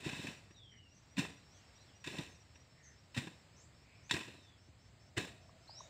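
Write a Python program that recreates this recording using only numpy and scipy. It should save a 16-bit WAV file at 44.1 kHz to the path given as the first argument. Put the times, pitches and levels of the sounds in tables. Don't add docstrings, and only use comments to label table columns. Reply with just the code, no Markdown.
import sys
import numpy as np
from scipy import signal
from scipy.fft import rfft, irfft, next_fast_len
from scipy.io import wavfile
from scipy.ndimage import uniform_filter1d, map_coordinates

SR = 44100
rng = np.random.default_rng(int(sys.argv[2]) if len(sys.argv) > 2 else 0)


def wav_record(signal):
    frames = np.transpose(np.atleast_2d(signal))
    bounded = np.clip(frames, -1, 1)
    quanta = np.round(bounded * 32767).astype(np.int16)
    wavfile.write(sys.argv[1], SR, quanta)


N = 259749

# (deepest bite [s], plunge from touch to bite [s], rise [s], thud [dB], ground [Hz],
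# knock [Hz], grit [dB], favoured blade ring [Hz], spilling earth [dB], spill t60 [s])
STROKES = [(.065, .02, 0.0025, -34, 149, 310.7, -50, 2600, -53.5, 0.81),
           (1.193, 0.023, 0.0095, -29, 169.2, 263.8, -39.5, 2650, -43.5, 0.37),
           (2.074, 0.03, 0.0019, -41, 148, 319, -46.5, 3270, -60, 0.41),
           (3.181, 0.034, 0.0072, -31.5, 125, 259.5, -41, 2400, -48.5, 0.44),
           (4.141, .044, 0.0026, -35.5, 137, 271, -39, 2550, -46.5, 0.64),
           (5.181, .011, .0062, -33, 127.3, 359, -37.5, 1720, -45.5, 0.47)]
LEAD_S = .05


def amp(db):
    return 10 ** (np.asarray(db) / 20)


def unit(x):
    return x / np.sqrt(np.mean(x ** 2) + 1e-20)


def steady(x, window):
    return x / np.sqrt(np.abs(uniform_filter1d(x ** 2, size=window)) + 1e-12)


def along(points, hz):
    knots, values = np.transpose(points)
    return np.interp(np.log(hz + 1), np.log(knots + 1), values)


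def filtered(x, response):
    size = next_fast_len(len(x) + SR // 4)
    return irfft(rfft(x, size) * response(np.fft.rfftfreq(size, 1 / SR)), size)[:len(x)]


def resonance(hz, centre, width):
    return 1j * hz * width / (centre ** 2 - hz ** 2 + 1j * hz * width)


def wobble(size, rate):
    knots = rng.standard_normal(int(size * rate / SR) + 4)
    return map_coordinates(knots, [np.arange(size) * rate / SR])


def add(track, s, x):
    start = round(s * SR)
    x = x[max(-start, 0):]
    part = track[max(start, 0):][:len(x)]
    part += x[:len(part)]


def outdoors(air_db=-69.5, rumble_db=-65, hum_hz=650):
    # (frequency [Hz], relative density [dB])
    air_spectrum = [(180, -40), (300, -4.5), (543, 2), (600, 2), (892, -0.5), (1350, -2), (1670, -2.5),
                    (1840, -1), (2210, -2), (3400, -6), (5050, -4.5), (5480, -17.5), (7750, -5),
                    (9760, -32.5), (15500, -25.5)]
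    # (frequency [Hz], relative density [dB])
    rumble_spectrum = [(12, -54), (20, -21), (27, -14), (38, -40.5), (56, -4.5), (102, 0), (151, -7),
                       (182, -10.5), (312, -17), (500, -24.5), (650, -34), (1100, -120)]
    # (time [s], level [dB])
    hum_levels = [(0, -89), (4.9, -85), (5.2, -69), (5.55, -72), (5.65, -80), (5.8, -68), (5.89, -69)]
    noise = lambda response: unit(filtered(rng.standard_normal(N), response))
    air = amp(air_db + 2.8 * wobble(N, 2.81)) * noise(lambda hz: amp(along(air_spectrum, hz)))
    rumble = amp(rumble_db + .56 * wobble(N, 5.3)) * noise(lambda hz: amp(along(rumble_spectrum, hz)))
    swell = amp(np.interp(np.arange(N) / SR, *np.transpose(hum_levels)))
    hum = swell * noise(lambda hz: resonance(hz, hum_hz, width=150) ** 2)
    return air + rumble + hum


def grit(envelope, ring_hz, tilt_db_oct, ring_db=1, focus_db=8, spiky_db=4, soft_hz=8500):
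    # (frequency [Hz], width [Hz], relative level [dB])
    blade_modes = [(1006, 86, -3), (1663, 72, 1), (1866, 187, 1), (2470, 200, -4), (2613, 65, 3),
                   (2960, 190, -12), (3530, 133, 0.5), (3750, 63, 2.5), (4080, 92, -8), (4920, 170, -8.5),
                   (5370, 40, -1), (7150, 280, -6.5)]
    # (frequency [Hz], relative density [dB])
    soil_spectrum = [(200, 1), (450, -21), (750, 9.5), (1300, 6.5), (2500, 13), (4000, 4), (5200, -7),
                     (6200, -1), (8300, 4), (9800, -8), (12500, -12), (15300, -7.5)]
    size = len(envelope)
    cracks = rng.standard_normal(size) * amp(spiky_db * wobble(size, 2500))

    def response(hz):
        modes = 0
        for centre, width, db in blade_modes:
            favour_db = focus_db * np.exp(-(np.log(centre / ring_hz) / .22) ** 2) + rng.normal()
            modes += amp(db + favour_db) * resonance(hz, centre, width)
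        steel = unit(modes / (1 + (hz / soft_hz) ** 10))
        soil = unit(amp(along(soil_spectrum, hz)))
        tilt = amp(tilt_db_oct * np.log2(np.clip(hz, 600, 9000) / 2500))
        return unit(tilt * (soil + amp(ring_db) * steel))

    return filtered(envelope * steady(cracks, window=200), response)


def crumbs(flow, per_second=70, life_s=.00024):
    falls = rng.random(len(flow)) < per_second / SR
    sizes = np.minimum(rng.exponential(size=len(flow)), 2)
    return flow * signal.lfilter([1], [1, -np.exp(-1 / (life_s * SR))], falls * sizes)


def loose_earth(spill_lead=.55, drag_t60_s=.44, rumble_hz=220, rumble_db=-3.3, crumb_db=2):
    # (start [s], end [s], level [dB])
    drags = [(0, 0.05, -58.5), (.045, 0.288, -53), (2.061, 2.216, -54)]
    slides = [(s - spill_lead * plunge, s, db, t60) for s, plunge, *_, db, t60 in STROKES]
    slides += [(start, end, db, drag_t60_s) for start, end, db in drags]
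    out, t = np.zeros(N), np.arange(3 * SR // 4) / SR
    low_band = lambda hz: resonance(hz, rumble_hz, width=1.73 * rumble_hz) ** 2
    for start, end, db, t60 in slides:
        trickle = amp(-60 * np.maximum(t - (end - start), 0) / t60)
        flow = (1 - np.exp(-t / .0012)) * trickle
        patter = filtered(rng.standard_normal(len(t)), low_band)
        rumble = flow * amp(4.4 * wobble(len(t), 68.5)) * steady(patter, window=700)
        clumps = amp(1.5 * wobble(len(t), 200))
        force = flow * clumps + amp(crumb_db) * crumbs(flow)
        scrape = grit(force, ring_hz=2650, tilt_db_oct=0, ring_db=-3.5, focus_db=4, spiky_db=1.5)
        add(out, start, amp(db) * (amp(rumble_db) * rumble + scrape))
    return out


def contact(rise_s, t60_s):
    t = np.arange(SR // 4) / SR - LEAD_S
    return np.where(t < 0, np.exp(-.5 * (t / rise_s) ** 2), 1e-3 ** (np.abs(t) / t60_s))


def thud(force, ground_hz=152, knock_hz=295, waver=.1504, knock_db=-1):
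    def swing(hz):
        start_cycle = rng.random()
        pitch = hz * (1 + waver * wobble(len(force), 159.5))
        return np.sin(2 * np.pi * (start_cycle + np.cumsum(pitch) / SR))

    return force * (swing(ground_hz) + amp(knock_db) * swing(knock_hz))


def chops(touch_db=-50, touch_hz=2700, bite_t60_s=.062, tilt_db_oct=-.6):
    out = np.zeros(N)
    for s, plunge, rise, thud_db, ground_hz, knock_hz, grit_db, ring_hz, _, _ in STROKES:
        touch = grit(contact(rise_s=.0017, t60_s=.11), touch_hz, tilt_db_oct)
        add(out, s - plunge - LEAD_S, amp(touch_db) * touch)
        force = contact(rise, bite_t60_s)
        scratch = grit(force, ring_hz, tilt_db_oct)
        add(out, s - LEAD_S, amp(thud_db) * thud(force, ground_hz, knock_hz) + amp(grit_db) * scratch)
    return out


def stones(thud_db=-9):
    # (time [s], level [dB], favoured blade ring [Hz])
    strikes = [(.091, -46, 2590), (.2697, -44, 2510), (2.185, -45.5, 3750), (4.1105, -30.5, 3400),
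               (4.165, -40.5, 2090)]
    out, force = np.zeros(N), contact(rise_s=.00015, t60_s=.052)
    for s, db, ring_hz in strikes:
        clink = grit(force, ring_hz, tilt_db_oct=-.5)
        add(out, s - LEAD_S, amp(db) * (clink + amp(thud_db) * thud(force)))
    return out


def whistle(length, start_hz, middle_hz, end_hz, rasp):
    progress = np.linspace(0, 1, max(int(length * SR), 64))
    glide = np.polyval(np.polyfit([0, .5, 1], [start_hz, middle_hz, end_hz], 2), progress)
    pitch = glide * (1 + .061 * rasp * wobble(len(progress), 600))
    envelope = np.abs(np.sin(np.pi * progress)) ** .29
    return np.sqrt(2) * envelope * np.sin(2 * np.pi * np.cumsum(pitch) / SR)


def crickets(stroke_spacing_s=.051):
    # (start [s], end [s], period [s], stroke length [s], pitch [Hz], source level [dB])
    runs = [(.108, 1.6, .2, .036, 5690, -67), (1.752, 2.65, .199, .03, 5720, -65),
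            (1.44, 5.7, .209, .05, 5330, -71.5), (.237, 3.0, .196, .04, 5540, -73),
            (3.14, 5.7, .208, .04, 5540, -77), (4.22, 5.7, .197, .045, 6120, -77.5)]
    out = np.zeros(N)
    for start, end, period, length, wing_hz, db in runs:
        chirp_times = np.arange(start, end, period)
        for s in (chirp_times[:, None] + [0, stroke_spacing_s]).ravel():
            hz = wing_hz * (1 + .0044 * rng.normal())
            stroke = whistle(length, hz - 20, hz + 15, hz - 40, rasp=.13)
            add(out, s, amp(db + rng.normal()) * stroke)
    return out


def clods():
    # (time [s], thud [dB], grit [dB])
    landings = [(.133, -41.5, -50), (.196, -40.5, -65), (.249, -40, -62), (.287, -43, -51.5),
                (.51, -57.5, -66), (1.252, -42, -48), (2.193, -35.5, -51.5), (2.559, -64.5, -63),
                (3.275, -42.5, -49.5), (4.211, -47, -48), (4.282, -47.5, -57), (4.69, -57.5, -80),
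                (5.234, -47, -68), (5.279, -69, -56)]
    out, force = np.zeros(N), contact(rise_s=.0032, t60_s=.045)
    for s, thud_db, grit_db in landings:
        scratch = grit(force, ring_hz=2620, tilt_db_oct=-5, ring_db=0, focus_db=7)
        add(out, s - LEAD_S, amp(thud_db) * thud(force) + amp(grit_db) * scratch)
    return out


def birds(slur_sag=.015, chip_s=.06, seesaw_note_s=.1, flutter_db=3):
    # (time [s], length [s], start [Hz], end [Hz], source level [dB])
    slurs = [(0.541, .16, 3920, 3100, -57.5), (0.688, .24, 3130, 2746, -65), (4.291, .27, 4230, 3240, -65),
             (5.733, 0.13, 4050, 3680, -59.5)]
    # (time [s], start [Hz], end [Hz], source level [dB])
    chips = [(0.934, 5880, 6340, -64.5), (1.528, 6050, 6270, -65), (2.287, 6170, 6370, -62),
             (2.826, 6500, 6100, -58), (3.561, 5850, 6840, -61), (3.59, 6900, 7850, -61.5),
             (4.035, 6050, 6530, -62)]
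    # (time [s], length [s], pitch [Hz], source level [dB])
    caws = [(.713, 0.057, 2060, -65), (2.745, 0.22, 1900, -67.5), (3.829, .22, 2370, -66)]
    # (time [s], delay of second note [s], source level [dB])
    seesaws = [(1.344, .184, -70), (1.74, .123, -68)]
    up_hz, down_hz = (3200, 3880, 4340), (3750, 3030, 2750)
    notes = []
    for s, length, start_hz, end_hz, db in slurs:
        middle_hz = (1 - slur_sag) * (start_hz + end_hz) / 2
        notes.append((s, amp(db) * whistle(length, start_hz, middle_hz, end_hz, rasp=.27)))
    for s, start_hz, end_hz, db in chips:
        middle_hz = (start_hz + end_hz) / 2
        notes.append((s, amp(db) * whistle(chip_s, start_hz, middle_hz, end_hz, rasp=.58)))
    for s, length, hz, db in caws:
        notes.append((s, amp(db) * whistle(length, hz, hz, hz, rasp=1.305)))
    for s, delay, db in seesaws:
        notes.append((s, amp(db) * whistle(seesaw_note_s, *up_hz, rasp=.37)))
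        notes.append((s + delay, amp(db) * whistle(seesaw_note_s, *down_hz, rasp=.37)))
    notes.append(upsweep())
    out = np.zeros(N)
    for s, note in notes:
        add(out, s, amp(flutter_db * wobble(len(note), 121)) * note)
    return out


def plips(plip_hz=1000, waver_hz=125.4, swell_s=.0017):
    # (time [s], peak level [dB])
    blips = [(5.495, -56), (5.696, -48), (5.808, -44)]
    out, t = np.zeros(N), np.arange(-SR // 50, SR // 50) / SR
    envelope = np.exp(-.5 * (t / swell_s) ** 2)
    for s, db in blips:
        phase = 2 * np.pi * np.cumsum(plip_hz + waver_hz * wobble(len(t), 511)) / SR
        add(out, s + t[0], amp(db) * envelope * np.sin(phase))
    return out


def upsweep():
    # (time [s], pitch [Hz], source level [dB], rasp [0-1])
    course = [(5.676, 4040, -58, .05), (5.7, 4730, -52.5, 0), (5.776, 5600, -53, 0.22),
              (5.805, 6450, -56, .5), (5.855, 7000, -66, .8)]
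    times, *columns = np.transpose(course)
    t = np.arange(times[0], times[-1], 1 / SR)
    hz, db, rasp = (np.interp(t, times, column) for column in columns)
    pitch = hz * (1 + .054 * rasp * wobble(len(t), 600))
    return times[0], np.sqrt(2) * amp(db) * np.sin(2 * np.pi * np.cumsum(pitch) / SR)


def field_echo(x):
    # (frequency [Hz], t60 [s])
    decay_times = [(150, 0.57), (2500, 0.26), (9000, 0.21)]
    hz, t, spectra = signal.stft(rng.standard_normal(SR // 2), SR, nperseg=256)
    decay = amp(-60 * t / along(decay_times, hz)[:, None])
    _, tail = signal.istft(spectra * decay, SR, nperseg=256)
    impulse = np.pad(tail / np.linalg.norm(tail), (SR // 100, 0))
    return signal.fftconvolve(x, impulse)[:N]


def scene():
    bass_cut = signal.butter(3, 72, "high", fs=SR, output="sos")
    hoe = signal.sosfilt(bass_cut, chops() + stones() + clods() + loose_earth())
    song, chirping = birds(), crickets()
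    near = hoe + amp(-18) * field_echo(hoe)
    trees = amp(-9) * song + amp(-8.5) * field_echo(song)
    grass = amp(-4) * (chirping + amp(-12) * field_echo(chirping))
    return (near + trees + grass + plips() + outdoors())[None]


def record(dry):
    top_hz = 15600
    return np.array([filtered(channel, lambda hz: hz < top_hz) for channel in dry])


dry = scene()
out = record(dry)
wav_record(out)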